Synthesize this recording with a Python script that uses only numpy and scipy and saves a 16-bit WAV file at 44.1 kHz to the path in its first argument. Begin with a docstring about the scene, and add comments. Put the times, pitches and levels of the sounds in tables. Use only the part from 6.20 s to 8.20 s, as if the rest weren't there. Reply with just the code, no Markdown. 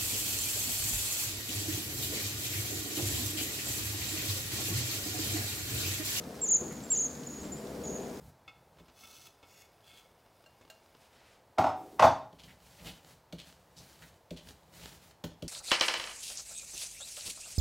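"""Distant traffic rumbles under an autumn wood, and a small bird gives two thin, warbling calls.
Another answers twice from farther off, among a few short notes. Each call is one pure whistle
that slurs down into a warble; trunks scatter it into a fluttering tail. The traffic is swelling
noise over an engine drone, with two soft bumps, a steady hiss and faint ticks of dry leaves."""
import sys
import numpy as np
from scipy import signal
from scipy.fft import rfft, irfft
from scipy.io import wavfile

SR = 44100
rng = np.random.default_rng(int(sys.argv[2]) if len(sys.argv) > 2 else 0)


def output_pcm(signal):
    """Save a mono or channel-first signal as 16-bit PCM at the path in sys.argv[1].

    Samples are clipped to [-1, 1] before scaling.
    """
    pcm = np.clip(np.atleast_2d(signal).T, -1, 1) * 32767
    wavfile.write(sys.argv[1], SR, np.round(pcm).astype(np.int16))


N = 88200
T = np.arange(N) / SR
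LEFT_RIGHT = np.array([[1], [-1]])

# stereo lean of the background: f/Hz, left minus right/dB
STEREO_LEAN = [(40, 0.7), (180, 1), (350, 2.5), (700, 2.5), (1400, 0.1), (3000, -0.5)]
# spectrum of the wood's hiss: f/Hz, relative level/dB
HISS_COLOUR = [(20, -24), (400, 15.5), (1000, 11), (1700, 8), (2900, 0.5), (5500, 3), (9000, -1),
               (15500, -4.5)]


def from_db(db):
    """Decibels to gain."""
    return 10 ** (np.asarray(db) / 20)


def rms_one(x):
    """Scale to unit power."""
    return x / np.sqrt(np.mean(x ** 2) + 1e-20)


def along(points, t):
    """Join (time, value) breakpoints with straight lines."""
    return np.interp(t, *np.transpose(points))


def at_hz(points, hz):
    """Read a curve on a log-frequency axis."""
    f, value = np.transpose(points)
    return np.interp(np.log(hz + 1), np.log(f), value)


def lean(hz):
    """Left and right gains that tip the lows and mids slightly left."""
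    return from_db(LEFT_RIGHT * at_hz(STEREO_LEAN, hz) / 2)


def drift(rate_hz):
    """A smooth random modulator of unit power."""
    hop, settle = 40, 2000
    pole = np.exp(-2 * np.pi * rate_hz * hop / SR)
    white = rng.standard_normal(N // hop + settle + 2)
    slow = signal.lfilter([1], [1, -2 * pole, pole * pole], white)[settle:]
    return np.interp(np.arange(N) / hop, np.arange(len(slow)), rms_one(slow))


def noise(colour):
    """Coloured stereo noise of unit power, widest in the midrange."""
    # stereo width: f/Hz, side minus mid/dB
    width = [(40, -23), (90, -39), (180, -27), (350, -18.5), (700, -9.5), (1400, -5), (2800, -5),
             (5500, -8), (9000, -15), (14000, -28)]
    hz = np.arange(N // 2 + 1) * SR / N
    mid, side = rfft(rng.standard_normal((2, N)))
    stereo = (mid + LEFT_RIGHT * side * from_db(at_hz(width, hz))) * lean(hz)
    return rms_one(irfft(stereo * from_db(at_hz(colour, hz)), N))


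def band(x, low_hz, high_hz):
    """Band-pass and bring to unit power."""
    sos = signal.butter(2, [low_hz, high_hz], "band", fs=SR, output="sos")
    return rms_one(signal.sosfilt(sos, x))


def burst(start, t60, rise_s):
    """An envelope with a quick rise and an exponential fall."""
    age = np.maximum(T - start, 0)
    return np.minimum(age / rise_s, 1) * np.exp(-np.log(1000) * age / t60)


def hum(tones, width_hz):
    """Narrow tones that waver in strength and phase."""
    out = 0
    for hz, db in tones:
        phase = 2 * np.pi * hz * T
        tone = drift(width_hz) * np.sin(phase) + drift(width_hz) * np.cos(phase)
        out = out + from_db(db) * tone * lean(hz)
    return out


def traffic():
    """Distant traffic: a deep rumble, an engine drone and a ringing road roar that swells late."""
    # fader rides of the rumble and the roar: t/s, relative level/dB
    rumble_ride = [(0.0, -46.5), (0.36, -50.5), (0.44, -41), (0.72, -51.5), (0.87, -47), (1.17, -45.5),
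                   (1.29, -43), (1.43, -48), (1.64, -42.5), (2.0, -46)]
    roar_ride = [(0.0, -50.5), (0.1, -48), (0.4, -50.5), (0.42, -44), (0.63, -53.5), (0.82, -48.5),
                 (1.15, -55.5), (1.23, -48.5), (1.77, -42), (2.0, -46)]
    # their spectra: f/Hz, relative level/dB
    rumble_colour = [(20, -55), (35, -18), (55, -13.5), (110, -10), (160, -3), (215, 2.5), (290, -1.5),
                     (370, -14), (600, -18), (3000, -84)]
    roar_colour = [(60, -40), (250, -9.5), (390, 2), (440, -0.5), (510, 1), (560, -7.5), (610, -3),
                   (700, -4.5), (790, -9.5), (1000, -15), (1500, -29.5), (3000, -29), (16000, -85)]
    # ringing in the roar: f/Hz, level against the roar/dB
    roar_tones = [(400, -9), (477, -6.5)]
    # engine harmonics: f/Hz, level/dB
    engine_tones = [(73, -59), (144, -57.5), (218, -63)]
    rumble = from_db(along(rumble_ride, T) - 0.26) * noise(rumble_colour)
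    road = noise(roar_colour) + hum(roar_tones, width_hz=12.7)
    roar = from_db(along(roar_ride, T) - 0.84) * road
    return rumble + roar + hum(engine_tones, width_hz=11.4)


def wood_hiss():
    """The steady, soft noise bed of the wood."""
    return from_db(-51.5) * noise(HISS_COLOUR)


def leaf_crackle():
    """Dry leaf litter crackles faintly: tiny grains of hiss at random moments."""
    grains_per_s, decay_s, level_db = 45, 0.0022, -64.5
    onsets = (rng.random(N) < grains_per_s / SR) * rng.uniform(0.33, 1, N)
    envelope = signal.lfilter([1], [1, -np.exp(-1 / (decay_s * SR))], onsets + 1e-18)
    return from_db(level_db) * band(envelope * noise(HISS_COLOUR), low_hz=3020, high_hz=6600)


def whistle(start, length, hz, db):
    """A bird's pure, slightly wavering tone with a soft attack and release."""
    attack_s, release_s, waver_hz = 0.0076, 0.0058, 37.8
    gate = np.clip((T - start) / attack_s, 0, 1) * np.clip((start + length - T) / release_s, 0, 1)
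    phase = 2 * np.pi * np.cumsum(hz + waver_hz * drift(rate_hz=123)) / SR
    return np.sqrt(2) * from_db(db) * np.sin(gate * np.pi / 2) ** 2 * np.sin(phase)


def call(start, length, pitch, rate, dip_at, dip_hz, db, slur, depth_hz, throb_db):
    """A whistle slurs down into a first dip and warbles on, louder at the top of each warble."""
    warble_onset_s, dip_width_s = .016, .006
    age = T - start
    since_dip = age - dip_at
    warble = np.clip(1 + since_dip / warble_onset_s, 0, 1) * np.cos(2 * np.pi * rate * since_dip)
    first_dip = dip_hz * np.exp(-(since_dip / dip_width_s) ** 2)
    hz = pitch * along(slur, age) - depth_hz * warble - first_dip
    return whistle(start, length, hz, db - throb_db * warble)


def trunk_echoes(x, t60):
    """Many separate reflections off trunks, dying away, nearly alike in both channels."""
    echoes_per_s, predelay_s, side_db = 1500, 0.0027, -13
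    taps = rng.standard_normal((2, N)) * (rng.random(N) < echoes_per_s / SR)
    taps *= burst(predelay_s, t60, rise_s=0.001)
    taps /= np.sqrt(np.sum(taps ** 2, axis=1, keepdims=True))
    mid, side = signal.fftconvolve(x[None], taps, axes=1)[:, :N]
    return mid + from_db(side_db) * side * LEFT_RIGHT


def in_wood(x, scatter_db, tail_db):
    """Direct sound, early scatter from nearby trunks and the wood's long, duller tail."""
    tail_top_hz = 7170
    dull = signal.sosfilt(signal.butter(10, tail_top_hz, fs=SR, output="sos"), x)
    scatter = from_db(scatter_db) * trunk_echoes(x, t60=0.12)
    tail = from_db(tail_db) * trunk_echoes(dull, t60=0.83)
    return x + scatter + tail


def near_bird():
    """Two clear calls, each a high slur falling into a wide warble."""
    # calls: t/s, length/s, f/Hz, warble rate/Hz, first dip after the start/s, extra dip depth/Hz
    calls = [(.212, .164, 6795, 32.2, .0632, 260), (.700, .173, 6735, 31.4, .066, 20)]
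    # pitch contour: t/s into the call, ratio to its pitch
    slur = [(0, 1.066), (.009, 1.1), (.018, 1.119), (.028, 1.108), (.041, 1.026), (.052, 1.004),
            (.064, .98), (.08, 1.014), (.105, 1.0), (.16, .992)]
    # loudness contour, one per call: t/s, level/dB
    efforts = [
        [(.212, -31), (.226, -34), (.241, -27.5), (.256, -34.5), (.277, -37.5), (.293, -27), (.306, -29.5),
         (.319, -21.5), (.337, -24.5), (.357, -21), (.374, -33)],
        [(.701, -29), (.712, -27), (.728, -24.5), (.755, -33.5), (.78, -29), (.815, -30), (.858, -32.5),
         (.869, -32)],
    ]
    song = sum(call(*row, along(effort, T), slur, depth_hz=335, throb_db=0.45)
               for row, effort in zip(calls, efforts))
    return in_wood(song, scatter_db=-13, tail_db=-13)


def soft_bumps():
    """Two dull bumps: low-mid noise that rises quickly and dies away."""
    # bumps: t/s, level/dB, t60/s
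    hits = [(0.411, -40.5, 0.46), (1.227, -46, .35)]
    # their spectrum: f/Hz, relative level/dB
    colour = [(40, -25), (150, -8), (330, 20), (700, -26), (1250, -0.5), (2200, -28), (8000, -33)]
    return sum(from_db(db) * burst(start, t60, rise_s=0.0067) for start, db, t60 in hits) * noise(colour)


def leaf_ticks():
    """Dry leaves: short bursts of band noise tick, longer ones rustle."""
    # ticks and rustles: t/s, level/dB, low f/Hz, high f/Hz, t60/s
    ticks = [(.411, -45, 960, 1400, 0.067), (.508, -49.5, 916, 2070, 0.17), (.524, -45, 3500, 13000, 0.027),
             (.717, -37.5, 1940, 10500, 0.04), (0.741, -51.5, 2500, 7730, 0.49),
             (1.236, -56, 1200, 4000, 0.41)]
    return sum(from_db(db) * burst(start, t60, rise_s=.002) * band(rng.standard_normal(N), low, high)
               for start, db, low, high, t60 in ticks)


def short_notes():
    """Brief contact notes, each a single glide; the farthest arrive mostly as scatter."""
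    # notes: t/s, length/s, first f/Hz, last f/Hz, direct level/dB, scatter send/dB
    notes = [(0.62, 0.036, 7750, 7300, -58, 4.5), (1.065, 0.016, 6950, 7020, -42, -17),
             (1.202, 0.07, 7700, 7350, -60, 2), (1.317, 0.024, 7100, 7075, -40, -3.5),
             (1.365, 0.0276, 8070, 7030, -59, 4.5), (1.815, 0.017, 7050, 6980, -50, -8)]
    out = 0
    for start, length, first_hz, last_hz, db, scatter_db in notes:
        glide = np.interp(T, [start, start + length], [first_hz, last_hz])
        out = out + in_wood(whistle(start, length, glide, db), scatter_db, tail_db=-9)
    return out


def far_bird():
    """Two faint, throbbing answers, blurred by the trees."""
    # calls: t/s, length/s, f/Hz, warble rate/Hz, first dip after the start/s, extra dip depth/Hz,
    # direct level/dB
    calls = [(1.062, 0.166, 6660, 33.5, 0.0305, 50, -52.5), (1.633, 0.15, 6620, 35.5, .031, 30.4, -47)]
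    # pitch contour: t/s into the call, ratio to its pitch
    slur = [(0, 1.018), (.012, 1.04), (.03, 1.002), (.15, .997)]
    song = sum(call(*row, slur, depth_hz=208, throb_db=4.5) for row in calls)
    return in_wood(song, scatter_db=-6, tail_db=-6)


def scene():
    """Birds over traffic, bumps, leaves and the hiss of the wood."""
    birds = near_bird() + far_bird() + short_notes()
    return birds + traffic() + soft_bumps() + leaf_ticks() + wood_hiss() + leaf_crackle()


def record(dry):
    """A steep low-pass takes off the very top."""
    cutoff_hz = 15900
    return signal.sosfilt(signal.ellip(12, .1, 80, cutoff_hz, fs=SR, output="sos"), dry)


dry = scene()
out = record(dry)
output_pcm(out)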